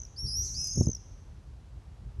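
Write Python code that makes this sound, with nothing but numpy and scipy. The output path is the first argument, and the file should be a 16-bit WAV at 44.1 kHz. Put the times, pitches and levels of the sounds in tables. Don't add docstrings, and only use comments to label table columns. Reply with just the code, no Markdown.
import sys
import numpy as np
from scipy import signal
from scipy.fft import rfft, irfft, next_fast_len
from scipy.io import wavfile
from scipy.ndimage import uniform_filter1d, map_coordinates

SR = 44100
rng = np.random.default_rng(int(sys.argv[2]) if len(sys.argv) > 2 else 0)


def unload_audio(sound):
    columns = np.transpose(np.atleast_2d(sound))
    steps = np.round(np.clip(columns, -1, 1) * 32767)
    wavfile.write(sys.argv[1], SR, steps.astype(np.int16))


def voltage_ratio(decibels):
    exponent = np.asarray(decibels, float) / 20
    return 10 ** exponent


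N = 97020

# freq_hz, density_db_per_hz
TOWN_SPECTRUM = [(150, -33), (250, -2), (410, -6.5), (927, -10.5), (2000, -19), (5830, -23.5),
                 (10500, -32.5), (12500, -21), (14800, -43), (22000, -120)]
TOWN_DB = -64.5

# time_s, level_db
WIND_STRENGTH = [(0, -48), (.2, -47), (.25, -31.5), (.32, -48), (.43, -37), (.5, -44.5), (.6, -39.5),
                 (.74, -44), (.81, -31.5), (.93, -41), (1.12, -43), (1.4, -47.5), (1.6, -45.5), (1.95, -49),
                 (2.07, -39.5), (2.14, -47.5), (2.17, -43), (2.2, -31.5)]
# freq_hz, density_db_per_hz
RUMBLE_SPECTRUM = [(12, -64), (30, -22), (39, -3.5), (60, 1.5), (116, -7), (362, -37), (400, -29),
                   (520, -64), (880, -120)]
# freq_hz, density_db_per_hz
FLUTTER_SPECTRUM = [(59, -39), (100, 1.5), (286, -8.5), (598, -28), (808, -50), (1200, -67), (1560, -85),
                    (2640, -120)]
# time_s, level_db
GUST_FLUTTER = [
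    (.755, -52),
    (.775, -35),
    (.84, -33.5),
    (.895, -35.5),
    (.92, -63),
]
# center_s, level_db, width_s (negative = reversed push)
MEMBRANE_SLAPS = [(0.7755, -22, .001), (.781, -24.5, .001), (0.7882, -25.5, .0012), (0.798, -17.5, .0022),
                  (0.811, -11.5, .00095), (0.8166, -30.5, .0005), (.8195, -21.5, .001),
                  (0.8358, -21, .0025), (0.846, -27.5, .0015), (0.8713, -30.5, -.0005),
                  (0.8739, -16.5, .0013), (0.8928, -20, -.0011)]
FLUTTER_DB, FLUTTER_DB_PER_WIND_DB = -22.5, 1.6
MIC_LOW_HZ, MIC_TOP_HZ = 41, 11420

# freq_hz, t60_s
YARD_DECAY = [(4000, 0.79), (6000, 1), (9000, 0.45)]
WALL_DELAY_S, WALL_DB = 0.011, -21
YARD_DB, EARLIER_DB, EARLIER_HZ = -21, -59, 6200

# time_s, pitch_hz, level_db, buzz_hz, harshness, half_rate_share
FIRST_BIRD = [(.162, 4416, -55.5, 238, 0.81, 0.12), (.184, 5364, -40, 243, 0.43, .1),
              (.196, 5414, -37.5, 244, 0.14, 0.078), (.222, 5550, -40, 251, 0.33, .1),
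              (.262, 5463, -37.5, 243, 0.26, .1), (.282, 5505, -43.5, 236, 0.66, 0.11),
              (.34, 5360, -40, 239, 0.51, 0.082), (.4, 5330, -46, 244, 0.7, .1)]
SECOND_BIRD = [(.262, 4280, -50, 233, 0.24, .1), (.274, 4830, -42.5, 227.5, 0.22, .1),
               (0.289, 5094, -36, 242.6, 0.32, .1), (0.312, 4934, -39, 238.6, 0.38, .1),
               (.342, 5245, -36, 264, 0.42, .1), (.372, 5700, -31.5, 253, 0.17, .1),
               (0.417, 5764, -33, 251.2, 0.39, .2), (0.435, 5876, -37, 256.2, 1.06, 0.26),
               (0.612, 5890, -45, 249.6, 1.16, 0.27)]
THIRD_BIRD = [(.54, 4193, -54.5, 247, 0.27, 0.12), (0.551, 4700, -41, 253, 0.26, 0.11),
              (.566, 4987, -41.5, 249, 0.29, 0.12), (.6, 5140, -36.5, 249.5, 0.12, 0.087),
              (0.639, 5080, -37, 240, 0.37, .1), (0.699, 5018, -39.5, 229.5, 0.22, 0.12),
              (0.702, 5060, -54.5, 225, 0.44, 0.11), (0.713, 5140, -39, 222, 0.61, 0.14),
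              (0.73, 5050, -41.5, 224, 0.87, 0.11)]
FOURTH_BIRD = [(.565, 5290, -41, 248, 0.33, 0.099), (.604, 5749, -37, 261, 0.3, 0.098),
               (0.628, 6000, -41, 262.7, 0.48, 0.09), (.66, 6250, -39.5, 248.3, 1.08, 0.18),
               (0.692, 6270, -40.5, 246, 0.55, .2), (.74, 6445, -38.5, 250, 0.35, 0.38),
               (.8, 6555, -43.5, 240.7, 0.24, 0.35), (0.854, 6370, -50.5, 250, 1.7, 0.3)]
FOURTH_BIRD_LOWER = [(.65, 5946, -59, 241.6, .7, 0.35), (.7, 6020, -44, 244, 0.66, 0.27),
                     (.74, 6103, -45.5, 245.5, 1, 0.43), (.79, 6060, -40.5, 236.6, 0.92, 0.34),
                     (.85, 6180, -45, 230, 0.98, .3)]
SCREAMS = [FIRST_BIRD, SECOND_BIRD, THIRD_BIRD, FOURTH_BIRD, FOURTH_BIRD_LOWER]
# swing_per_harshness, swing_phase_rad, double_db, three_halves_db, half_db, hiss_db
SCREAM_VOICES = [(0.58, -0.39, -15, -72, -79, -46), (0.83, -1.27, -12.5, -39, -63, -19.5),
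                 (0.93, -0.37, -19.5, -28, -31, -28), (0.38, -1.3, -35, -48, -53, -13.5),
                 (0.33, -0.6, -46, -50, -66, -42)]

# start_s, level_db, pitch_hz
TRILL_NOTES = [
    [(.0004, -36, 6110), (.0169, -34.5, 6060), (.0324, -39, 6050), (.0503, -40, 5690), (.067, -57, 4980)],
    [(.410, -34, 5600), (.422, -35, 5400), (.4474, -42, 5030), (.4604, -44.5, 4710), (.4754, -47, 4340),
     (.4894, -49, 4200)],
    [(.613, -30, 5510), (.641, -27, 5860), (.671, -29, 5750), (.681, -42, 5800), (.701, -38, 5580),
     (.71, -42, 5770), (.733, -37, 5280)],
    [(.731, -42.5, 4883), (.753, -37.5, 5270), (.776, -34, 5470), (.800, -32.5, 5490), (.828, -37.5, 5350),
     (.855, -43, 5140)],
    [(.857, -42, 6640), (.867, -31, 6200), (.883, -30, 6180), (.899, -29.5, 6200), (.915, -29.5, 6200),
     (.931, -33, 5960), (.949, -30.5, 5750), (.966, -42.5, 5260)],
]
# note_length_s, harshness, double_db, three_halves_db, half_db
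TRILL_VOICES = [(0.0051, 0.1, -19.5, -48, -37), (0.007, 0.6, -11, -53, -54), (0.0066, 0.22, -9, -23, -40),
                (0.014, 0.17, -10, -28, -36.5), (0.0069, 0.19, -22, -29.5, -39.5)]
NOTE_RISE_S, NOTE_SAG, NOTE_HISS_DB = .0008, .008, -22

# freq_hz, density_db_per_hz
HISS_SPECTRUM = [(3500, -21), (6500, 4.5), (8600, -9.5), (11000, -10), (12200, -31)]
BUZZ_JITTER, PITCH_WAVER, RASP, SECOND_FLAP = .03, .009, .08, .2
OVERTONE_LOSS_DB = 6
OVERTONE_PULSE, PULSE_LAG_RAD = 0.3, -0.82


def unit(x):
    return x / np.sqrt(np.mean(x ** 2) + 1e-20)


def along(points, hz):
    f, v = np.transpose(points)
    return np.interp(np.log(hz + 1), np.log(f + 1), v)


def curve(points, t, **ends):
    return np.interp(t, *np.transpose(points), **ends)


def wobble(rate_hz, size=N):
    knots = rng.standard_normal(int(size * rate_hz / SR) + 4)
    return map_coordinates(knots, [np.arange(size) * rate_hz / SR])


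def noise(spectrum, size=N):
    m = next_fast_len(size + 8192)
    gain = voltage_ratio(along(spectrum, np.fft.rfftfreq(m, 1 / SR)))
    return unit(irfft(rfft(rng.standard_normal(m)) * gain, m)[:size])


def town():
    return voltage_ratio(TOWN_DB + 0.23 * wobble(4.3)) * noise(TOWN_SPECTRUM)


def membrane_slaps(t):
    out = np.zeros(N)
    for center_s, db, width_s in MEMBRANE_SLAPS:
        u = (t - center_s) / width_s
        out += -2 * voltage_ratio(db) * u / (1 + u ** 2) * np.exp(-(u / 5) ** 2)
    return out


def wind():
    t = np.arange(N) / SR
    wind_db = curve(WIND_STRENGTH, t)
    rumble = voltage_ratio(wind_db) * unit(voltage_ratio(2.6 * wobble(14.14)) * noise(RUMBLE_SPECTRUM))

    mean_db = wind_db.mean()
    breeze = voltage_ratio(mean_db + FLUTTER_DB + FLUTTER_DB_PER_WIND_DB * (wind_db - mean_db))
    gust = voltage_ratio(curve(GUST_FLUTTER, t, left=-120, right=-120))
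    flutter = (breeze + gust) * unit(voltage_ratio(4.3 * wobble(39.66)) * noise(FLUTTER_SPECTRUM))

    ratio = (np.fft.rfftfreq(2 * N, 1 / SR) / MIC_LOW_HZ) ** 4
    low_cut = ratio / (1 + ratio)
    return rumble + irfft(rfft(flutter + membrane_slaps(t), 2 * N) * low_cut)[:N]


def yard(birds):
    hz, t, z = signal.stft(rng.standard_normal((2, SR)), SR, nperseg=256)
    z = z * voltage_ratio(-60 * t / along(YARD_DECAY, hz)[:, None])
    z[1] *= np.exp(-.5 * ((hz - EARLIER_HZ) / 400) ** 2)[:, None]
    tail, earlier = signal.istft(z, SR, nperseg=256)[1]

    diffuse = signal.fftconvolve(np.pad(birds, (1200, 0)), tail / np.linalg.norm(tail))[:N]
    diffuse[:len(earlier)] += voltage_ratio(EARLIER_DB - YARD_DB) * earlier / np.std(earlier[:2000])
    wall = np.pad(birds, (round(WALL_DELAY_S * SR), 0))[:N]
    return voltage_ratio(WALL_DB) * wall + voltage_ratio(YARD_DB) * diffuse


def whistle(hz, buzz_hz, harsh, half, effort, swing, lag_rad, double_db, three_halves_db, half_db, hiss_db):
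    n = len(hz)
    flap_hz = buzz_hz * (1 + BUZZ_JITTER * wobble(58.6, size=n))
    flap = 2 * np.pi * np.cumsum(flap_hz) / SR + rng.uniform(0, 2 * np.pi)

    def shake(p):
        slow = half * np.cos(flap / 2 + p / 2 + 1.3)
        return np.cos(flap + p) + slow + SECOND_FLAP * np.cos(2 * flap + 2 * p)

    tone_hz = hz * (1 + PITCH_WAVER * np.sqrt(harsh) * wobble(44.9, size=n))
    phase = 2 * np.pi * np.cumsum(tone_hz) / SR
    phase = phase + harsh * (shake(-np.pi / 2) + RASP * 4 * wobble(500, size=n))

    loudness = np.exp(swing * harsh * shake(lag_rad)) / np.sqrt(np.i0(2 * swing * harsh))
    loudness = loudness * (1 + RASP * wobble(307, size=n))

    chop = 1 + OVERTONE_PULSE * np.cos(flap + PULSE_LAG_RAD) + 0.22 * wobble(302.4, size=n)
    double = voltage_ratio(double_db - OVERTONE_LOSS_DB * harsh) * chop * np.sin(2 * phase)
    three_halves = voltage_ratio(three_halves_db) * np.sin(1.5 * phase + 2 * wobble(500, size=n))
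    under = voltage_ratio(half_db) * np.sin(phase / 2)
    hiss = voltage_ratio(hiss_db) * harsh * np.sqrt(harsh) * noise(HISS_SPECTRUM, size=n)
    return loudness * (np.sin(phase) + double + effort * (three_halves + under) + hiss)


def trills():
    out = np.zeros(N)
    for notes, (length_s, harsh, *overtones_db) in zip(TRILL_NOTES, TRILL_VOICES):
        u = np.arange(round(length_s * SR)) / (length_s * SR)
        rise = np.clip(u * length_s / NOTE_RISE_S, 0, 1)
        shape = rise * np.sin(np.pi * (.25 + .75 * u)) ** .9
        for start_s, db, pitch_hz in notes:
            hz = pitch_hz * (1 + NOTE_SAG * (.5 - u))
            note = whistle(hz, 286, harsh, 0, 0.92, 0.67, 0.75, *overtones_db, NOTE_HISS_DB)
            out[round(start_s * SR):][:len(u)] += voltage_ratio(db) * shape * note
    return out


def screams():
    out = np.zeros(N)
    for rows, voice in zip(SCREAMS, SCREAM_VOICES):
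        time_s, *columns = np.transpose(rows)
        start = round(time_s[0] * SR)
        t = np.arange(start, round(time_s[-1] * SR)) / SR
        hz, db, buzz_hz, harsh, half = [np.interp(t, time_s, c) for c in columns]
        edge = np.clip(np.minimum(t - t[0], t[-1] - t) / 0.00089, 0, 1)
        effort = voltage_ratio(db - db.max())
        call = whistle(uniform_filter1d(hz, size=300), buzz_hz, harsh, half, effort, *voice)
        out[start:][:len(t)] += np.sqrt(2) * edge * voltage_ratio(db) * call
    return out


def scene():
    birds = screams() + trills()
    return (town() + wind() + yard(birds) + birds)[None]


def roll_off(x):
    return signal.sosfilt(signal.butter(12, 12590, fs=SR, output="sos"), x)


def record(dry):
    fade = 1 / (1 + (np.fft.rfftfreq(2 * N, 1 / SR) / MIC_TOP_HZ) ** 30)
    mix = irfft(rfft(dry, 2 * N) * fade)[:, :N]
    return roll_off(mix)


dry = scene()
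out = record(dry)
unload_audio(out)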